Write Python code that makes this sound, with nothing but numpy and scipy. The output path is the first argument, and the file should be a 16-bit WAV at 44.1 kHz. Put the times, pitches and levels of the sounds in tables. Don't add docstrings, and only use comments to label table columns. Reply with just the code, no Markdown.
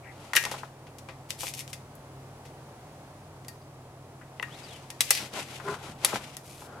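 import sys
import numpy as np
from scipy import signal
from scipy.fft import rfft, irfft
from scipy.io import wavfile
from scipy.ndimage import uniform_filter1d

SR = 44100
rng = np.random.default_rng(int(sys.argv[2]) if len(sys.argv) > 2 else 0)


def store_wav(level_fs):
    pcm = np.round(np.clip(np.atleast_2d(level_fs), -1, 1) * 32767)
    wavfile.write(sys.argv[1], SR, pcm.T.astype(np.int16))


N = 299880
T = np.arange(N) / SR

# multiple of the shaft rate, level in dB.
MOTOR_LINES = [(5, -59), (6, -64.5), (7, -54), (8, -60.5)]
# frequency in Hz, relative level in dB.
AIR_COLOUR = [(25, -31), (48, -13), (70, -12.5), (137, -1), (185, -15), (256, -11), (439, -14),
              (754, -12.5), (1560, -24.5), (1840, -26.5), (3620, -32.5), (10400, -36), (16000, -47)]
# frequency in Hz, left-right correlation.
AIR_LIKENESS = [(150, 1), (400, 1), (1000, 0.84), (2500, 0.21), (10000, 0.029)]
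GUN_LIKENESS = [(300, 1), (1000, .9), (2500, .7), (10000, .58)]
# start and length in seconds, first, middle and last pitch in Hz, level in dB,
# jitter as a share of the pitch.
SQUEAKS = [(0.03, 0.092, 2154, 2060, 2000, -49, 0.13), (4.503, 0.066, 2780, 3560, 4430, -51, 0.0085),
           (4.631, 0.028, 4860, 4820, 4400, -47.5, 0.015), (4.668, 0.11, 4270, 3300, 2910, -52, 0.0082)]
# middle and length in seconds, rub level and hiss level in dB.
SWISHES = [(0.244, 0.17, -53.5, -54), (0.511, 0.2, -47, -45), (4.66, 0.34, -53.5, -50),
           (5.147, 0.16, -59, -37), (5.222, 0.085, -44.5, -50), (5.38, 0.067, -37, -36),
           (5.525, 0.15, -50, -44.5), (5.71, 0.095, -37.5, -43), (5.869, 0.1, -44.5, -46),
           (6.076, 0.1, -42, -40.5), (6.155, 0.046, -38, -40.5), (6.253, 0.16, -52.5, -49),
           (6.77, 0.22, -46.5, -62.5)]
# frequency in Hz, relative level in dB.
RUB_COLOUR = [(100, -32), (145, -15), (195, 6), (280, 2), (410, 4), (600, 3.5), (800, 4.5), (1020, 2),
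              (1200, -0.5), (1420, 3), (2000, -17), (4000, -65)]
HISS_COLOUR = [(800, -33), (2000, 0.5), (2800, 0.5), (5000, -4.5), (8000, -8), (12000, -12), (16000, -45)]
# start in seconds, level in dB, pitch in Hz, t60 in seconds.
KNOCKS = [(0.3335, -27.5, 1310, 0.041), (0.3654, -14.5, 2220, 0.028), (.4620, -31, 920, 0.04),
          (0.5146, -29, 705, 0.024), (0.5397, -29, 910, 0.032), (0.6324, -30, 970, 0.028),
          (1.432, -30.5, 810, 0.037), (4.213, -46.5, 1380, 0.073), (4.399, -40, 800, 0.05),
          (4.428, -25.5, 1660, 0.018), (5.599, -35, 1130, 0.045), (5.89, -40.5, 190, 0.12),
          (5.68, -30, 1130, 0.046), (5.739, -32, 1120, 0.027), (6.0370, -36, 596, 0.068),
          (6.130, -22.5, 870, 0.017), (6.136, -22, 462, 0.013), (6.1378, -28, 182, 0.023),
          (6.1569, -24.5, 1010, 0.03), (6.6215, -31.5, 860, 0.0058)]
# start in seconds, level in dB, low body and high edge emphasis in dB,
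# t60 of the contact in seconds.
CLICKS = [(0.3341, -27.5, -4.5, -10, 0.025), (0.3523, -23.5, -1.5, -4, 0.058),
          (.3620, -20.5, -21, -1, 0.025), (0.3657, -11, -4, -2, 0.0044), (.3730, -15.5, -7, 0, 0.005),
          (0.378, -25.5, 2, -10, 0.014), (0.428, -32, -23, 2, 0.011), (0.438, -27, -6.5, -13, 0.022),
          (0.452, -23.5, -6.5, -12, 0.018), (0.5138, -34, -8, -8, 0.099), (0.8683, -50.5, -10, -31, 0.079),
          (0.9844, -44, -40, -5, 0.05), (1.0873, -40.5, 2, -28, 0.11), (1.3052, -21.5, -23, -9.5, 0.0069),
          (1.4078, -25.5, -15, 5, 0.0038), (1.469, -27, -15, -13, 0.004), (1.4806, -28.5, -15, -19, .003),
          (1.538, -32, -30, -5, 0.019), (1.5922, -26.5, -17, 3, 0.0043), (1.6072, -34, -10, -4, 0.0049),
          (1.678, -34, -27, -10, 0.0025), (1.7308, -33.5, -13, -5, 0.047), (1.9528, -46.5, -27, 54, 0.013),
          (2.452, -52, -13, -12, 0.15), (3.448, -47.5, -17, -13, 0.015), (3.483, -37, -1.5, 16, 0.033),
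          (4.426, -36, 10, 5, 0.021), (4.9030, -32, -7.5, -3.5, 0.019), (5.0067, -15.5, -8, 5.5, 0.034),
          (5.106, -9.5, -4, 29, 0.0056), (5.1080, -14, -3.5, 4, 0.034), (5.1514, -22.5, -12, -2, 0.0058),
          (6.0475, -16.5, -0.5, 4.5, 0.038), (6.158, -29.5, -14, -27, 0.017),
          (6.3683, -23.5, -6, 7, 0.0016)]
# frequency in Hz, relative level in dB.
CONTACT_COLOUR = [(100, -56), (400, -3), (1000, -1), (4000, -1.5), (7000, -0.5), (11000, -2), (13000, -6),
                  (16000, -21.5)]
# frequency in Hz, width in Hz, boost in dB.
ACTION_RESONANCES = [(610, 560, 3.5), (1176, 110, 6.5), (2060, 124, 6.5), (2510, 530, 4.5), (3300, 420, 1),
                     (5470, 2300, 1.5), (10500, 400, -0.5)]
# frequency in Hz, relative level in dB, t60 in seconds.
BARREL_MODES = [(1360, -25, 0.12), (1635, -12, 0.14), (1865, -1.5, 0.15), (2003, -0.5, 0.069),
                (2140, -12, 0.066), (2445, -6, 0.066), (2720, -4, 0.057), (2830, -14, 0.082),
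                (5860, -20, .058), (8360, -19, 0.11)]
# start in seconds, pitch in Hz, level in dB, t60 in seconds.
PINGS = [(0.3613, 11750, -16, 0.022), (0.3662, 6120, -12.5, 0.011), (1.0877, 2210, -49, 0.042),
         (3.483, 4700, -42.5, 0.059), (3.618, 4700, -56, 0.054), (4.484, 1223, -44, 0.065)]
# start in seconds, length in seconds, level in dB.
SCRAPE_STROKES = [(1.288, 0.011, -35), (1.377, 0.12, -40), (1.526, 0.024, -45), (1.565, 0.036, -40.5),
                  (1.678, 0.023, -49.5), (6.426, 0.13, -53.5), (6.559, 0.1, -53.5)]
# frequency in Hz, relative level in dB.
SCRAPE_COLOUR = [(300, -30), (1400, -29), (2200, -1.5), (3500, -3.5), (6000, -3.5), (10000, -4),
                 (13000, -7.5), (16000, -31)]
# frequency in Hz, relative level in dB, t60 in seconds.
HINGE = [(970, -15, 0.055), (2010, -2.5, 0.032), (2700, 1.5, 0.0076)]
CATCH = [(2134, -17, 0.071), (3350, -4.5, 0.037), (3930, 0, 0.033), (5750, -12, 0.065), (8060, 4, .012)]
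LATCH = [(1226, -7, 0.031), (2000, -10, 0.078), (2420, -18, 0.1), (4400, -8.5, 0.048), (5490, -5.5, .04),
         (6000, -10, 0.037), (8370, -3.5, 0.031), (9800, 8.5, 0.01)]
SAFETY = [(3370, -13, 0.021), (3790, -19, 0.042), (4460, -17, .04), (10530, 3, 0.0075)]
# start in seconds, level in dB, the part's modes.
PART_STRIKES = [(4.3979, -24, HINGE), (4.4286, -27.5, HINGE), (5.0067, -16, CATCH), (5.107, -13, LATCH),
                (6.0479, -4.5, SAFETY)]
# frequency in Hz, relative level in dB.
RATTLE_COLOUR = [(1500, -40), (3300, -6), (4400, 3), (5900, 3), (7200, -21), (14000, -35)]
# frequency in Hz, relative level in dB.
STOCK_MODES = [(155, -7), (404, 0), (635, -10), (1020, -3), (1400, -9), (1570, -12)]
# frequency in Hz, relative level in dB.
WALL_COLOUR = [(150, 9), (700, -9), (2000, -1), (5000, 2), (9000, -2.5), (15000, -1)]
# frequency in Hz, t60 in seconds.
WALL_T60 = [(200, 0.19), (1000, 0.37), (4000, 0.25), (8000, 0.34), (15000, 0.34)]
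# frequency in Hz, left minus right in dB.
LEFT_LEAD = [(250, 0), (600, 1.5), (1200, 5), (2300, 7.8), (4500, 3), (9000, 3), (14000, 4)]


def undb(db):
    return 10 ** (np.asarray(db) / 20)


def unit(x):
    return x / np.sqrt(np.mean(x ** 2))


def fade(t, t60):
    return np.exp(-np.log(1000) * t / t60)


def over_hz(points, hz):
    f, value = np.transpose(points)
    return np.interp(np.log(hz + 1), np.log(f), value)


def colour(x, points):
    n = x.shape[-1]
    return irfft(rfft(x) * undb(over_hz(points, np.fft.rfftfreq(n, 1 / SR))), n)


def causal(db, size=2048):
    cepstrum = irfft(np.log(undb(db)))
    cepstrum[1:size // 2] *= 2
    cepstrum[size // 2 + 1:] = 0
    response = irfft(np.exp(rfft(cepstrum)))
    return response / np.linalg.norm(response)


def pair(n, likeness):
    shared, own = rng.standard_normal(n), rng.standard_normal((2, n))
    return np.sqrt(likeness) * shared + np.sqrt(1 - likeness) * own


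def field(n, likeness):
    mid, side = rfft(rng.standard_normal((2, n)))
    c = np.clip(over_hz(likeness, np.fft.rfftfreq(n, 1 / SR)), 0, 1)
    return irfft(mid * np.sqrt((1 + c) / 2) + np.array([[1], [-1]]) * side * np.sqrt((1 - c) / 2), n)


def walk(rate):
    hz = np.fft.rfftfreq(N, 1 / SR)
    return unit(irfft(rfft(rng.standard_normal(N)) * np.exp(-(hz / rate) ** 2), N))


def add(out, start, sound):
    i = int(start * SR)
    out[:, i:i + sound.shape[-1]] += sound[..., :N - i]


def burst(force, db, size=2048):
    chatter = field(len(force), GUN_LIKENESS) * force
    power = np.mean(np.abs(rfft(chatter, size)) ** 2, axis=0)
    ripple_db = 10 * np.log10(uniform_filter1d(power, size=9))
    sound = signal.fftconvolve(chatter, causal(db - ripple_db)[None])[:, :len(force)]
    return sound * np.sqrt(2 * np.sum(force ** 2) / np.sum(sound ** 2))


def motor(start_hz=130.7, run_hz=132.8, settle_s=1.14, strongest_line=7, waver_db=2):
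    hz = run_hz + (start_hz - run_hz) * np.exp(-T / settle_s)
    shaft_hz = hz / strongest_line * (1 + 0.0095 * walk(6.3))
    turn = 2 * np.pi * np.cumsum(shaft_hz) / SR
    return sum(np.sqrt(2) * undb(db + waver_db * walk(2.9)) * np.sin(k * turn + rng.uniform(0, 2 * np.pi))
               for k, db in MOTOR_LINES)


def air(level_db=-50, swell_db=0.6, hum_gap_db=-7):
    wash = colour(field(N, AIR_LIKENESS), AIR_COLOUR)
    wash = colour(wash, [(70, 0.017), (100, hum_gap_db), (135, hum_gap_db), (190, 0.021)])
    return unit(wash) * undb(level_db + swell_db * walk(0.8))


def squeaks():
    out, wobble = np.zeros((2, N)), walk(690)
    for start, length, first, middle, last, db, jitter in SQUEAKS:
        progress = np.linspace(0, 1, int(length * SR))
        glide = np.polyval(np.polyfit([0, .5, 1], [first, middle, last], 2), progress)
        hz = glide * (1 + jitter * wobble[:len(progress)])
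        swell = np.sqrt(4 * progress * (1 - progress))
        add(out, start, undb(db) * swell * np.sin(2 * np.pi * np.cumsum(hz) / SR))
    return out


def rubs_and_tails(jerk_db=1.0, grain_db=1.0, tick_db=3.0):
    rub = unit(colour(field(N, GUN_LIKENESS) * undb(jerk_db * walk(68)), RUB_COLOUR))
    ticks = undb(tick_db * np.maximum(walk(45), 0))
    hiss = unit(colour(pair(N, 0.25) * undb(grain_db * walk(200)) * ticks, HISS_COLOUR))
    out = np.zeros((2, N))
    for middle, length, rub_db, hiss_db in SWISHES:
        span = np.abs(T - middle) < 2 * length
        swell = .5 ** ((2 * (T[span] - middle) / length) ** 2)
        out[:, span] += swell * (undb(rub_db) * rub[:, span] + undb(hiss_db) * hiss[:, span])
    return out


def knocks(width=0.93, skirt_db=-30, rise_s=0.00029, size=2048):
    out, t, hz = np.zeros((2, N)), T[:SR // 8], np.fft.rfftfreq(size, 1 / SR) + 1
    for start, db, pitch, t60 in KNOCKS:
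        ratio = hz / pitch
        resonance = 1 / np.sqrt(1 + ((ratio - 1 / ratio) / width) ** 2)
        resonance /= 1 + (ratio / 1.77) ** 6 + (2 * ratio) ** -4
        gain = resonance + undb(skirt_db) * ratio / (1 + ratio ** 2 / 4)
        force = fade(t, t60) * (1 - fade(t, rise_s))
        add(out, start, undb(db) * burst(force, 20 * np.log10(gain)))
    return out


def barrel_ring(t, detune=0.0014, side_spread_rad=0.14):
    phases = rng.uniform(0, 2 * np.pi, (len(BARREL_MODES), 1, 1))
    phases = phases + side_spread_rad * rng.standard_normal((len(BARREL_MODES), 2, 1))
    ring = np.zeros((2, len(t)))
    for (hz, db, t60), phase in zip(BARREL_MODES, phases):
        hz *= 1 + detune * rng.standard_normal()
        ring += undb(db) * np.sin(2 * np.pi * hz * t + phase) * fade(t, t60)
    return ring


def clicks(gripped_s=.445, latched_s=4.95, crack_t60=0.0075, rise_s=0.00042, size=2048):
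    out, t, hz = np.zeros((2, N)), T[:SR // 4], np.fft.rfftfreq(size, 1 / SR)
    peaks_db = sum(db / (1 + (2 * (hz - f) / width) ** 2) for f, width, db in ACTION_RESONANCES)
    action_db = over_hz(CONTACT_COLOUR, hz) + peaks_db
    body = 1 / (1 + (hz / 1500) ** 4)
    edge = 1 - 1 / (1 + (hz / 6000) ** 2)
    buzz = 1 + 0.25 * walk(260)
    grit = unit(undb(0.5 * walk(1000)))
    onset = 1 - fade(t, rise_s)
    for start, db, body_db, edge_db, t60 in CLICKS:
        span = int(start * SR) + np.arange(len(t))
        force = (fade(t, t60) + 0.48 * fade(t, crack_t60)) * onset
        snap = burst(force * grit[span], action_db + body_db * body + edge_db * edge)
        hold_db = -3 if start < gripped_s else -11 if start < latched_s else -26
        ring_db = hold_db + 1.12 * body_db
        ring = barrel_ring(t) * buzz[span] * onset
        add(out, start, undb(db) * (snap + undb(ring_db) * ring))
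    return out


def pings(blur=0.065):
    out, t = np.zeros((2, N)), T[:SR // 8]
    seat = 1 + blur * walk(2100)
    for start, hz, db, t60 in PINGS:
        phase = 2 * np.pi * hz * np.cumsum(seat[int(start * SR):][:len(t)]) / SR
        add(out, start, undb(db) * np.sin(phase) * fade(t, t60))
    return out


def scrape(grain_db=4.0, slip_db=1, attack_s=0.027, release_t60=0.094):
    grains = pair(N, 0.69) * undb(grain_db * walk(900) + slip_db * walk(90))
    pressure = np.zeros(N)
    for start, length, db in SCRAPE_STROKES:
        attack = np.clip((T - start) / attack_s, 0, 1)
        release = fade(np.maximum(T - start - length, 0), release_t60)
        pressure += undb(db) * attack * release
    return unit(colour(grains, SCRAPE_COLOUR)) * pressure


def struck_parts(rise_s=0.00077, lag_spread_s=.00002):
    out, t = np.zeros((2, N)), T[:SR // 2]
    for start, db, modes in PART_STRIKES:
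        for hz, mode_db, t60 in modes:
            arrivals = np.array([t, t + lag_spread_s * rng.standard_normal()])
            ring = np.sin(2 * np.pi * (hz * arrivals + rng.random()))
            add(out, start, undb(db + mode_db) * ring * fade(t, t60) * (1 - fade(t, rise_s)))
    return out


def spring_rattle(start_s=5.127, attack_s=0.0074, t60=0.33, level_db=-32, tap_db=3, tap_rate=320):
    taps = field(N, GUN_LIKENESS) * undb(tap_db * walk(tap_rate))
    since = np.maximum(T - start_s, 0)
    envelope = np.minimum(since / attack_s, 1) * fade(since, t60)
    return undb(level_db) * unit(colour(taps, RATTLE_COLOUR)) * envelope


def stock_drag(middle_s=5.703, length_s=0.085, level_db=-35.5, jerk_db=3, blur=0.025):
    ring = np.zeros(N)
    for hz, db in STOCK_MODES:
        gain = undb(db + jerk_db * walk(70))
        pitch = hz * (1 + blur * walk(200))
        ring += gain * np.sin(2 * np.pi * np.cumsum(pitch) / SR)
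    speed = .5 ** ((2 * (T - middle_s) / length_s) ** 4)
    return undb(level_db) * speed * unit(ring)


def walls(x, scatter_db=-6, scatter_t60=0.073, tail_db=-10, slap_s=.044, slap_db=-25):
    t, hz = T[:SR], np.fft.rfftfreq(SR, 1 / SR)
    scatter = field(SR, AIR_LIKENESS) * fade(t, scatter_t60) * (t > .002)
    spectrum = rfft(field(SR, AIR_LIKENESS))
    tail = np.zeros((2, SR))
    for centre, t60 in WALL_T60:
        band = over_hz([(f, f == centre) for f, _ in WALL_T60], hz)
        tail += irfft(spectrum * band, SR) * fade(t, t60)
    tail = colour(tail, WALL_COLOUR) * (1 - fade(t, 0.03))
    response = sum(undb(db) * part / np.linalg.norm(part[0])
                   for db, part in ((scatter_db, scatter), (tail_db, tail)))
    response[:, int(slap_s * SR)] += undb(slap_db)
    return signal.fftconvolve(x, response, axes=1)[:, :N]


def from_left(x):
    return np.array([colour(side, [(f, sign * db / 2) for f, db in LEFT_LEAD])
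                     for side, sign in zip(x, (1, -1))])


def from_right(x, lag_s=0.0001):
    delay = np.exp(-2j * np.pi * np.fft.rfftfreq(N, 1 / SR) * lag_s)
    return np.array([irfft(rfft(x[0]) * delay, N), x[1]])


def scene():
    rifle = clicks() + knocks() + pings() + scrape() + squeaks()
    parts = struck_parts()
    echoes = walls(rifle + undb(-13) * parts)
    direct_only = rubs_and_tails() + stock_drag() + spring_rattle()
    return from_left(rifle + parts + echoes + direct_only) + from_right(motor() + air())


def record(dry, top_hz=16300):
    lowpass = signal.ellip(8, .2, 70, top_hz, fs=SR, output="sos")
    return signal.sosfilt(lowpass, np.tanh(dry))


dry = scene()
out = record(dry)
store_wav(out)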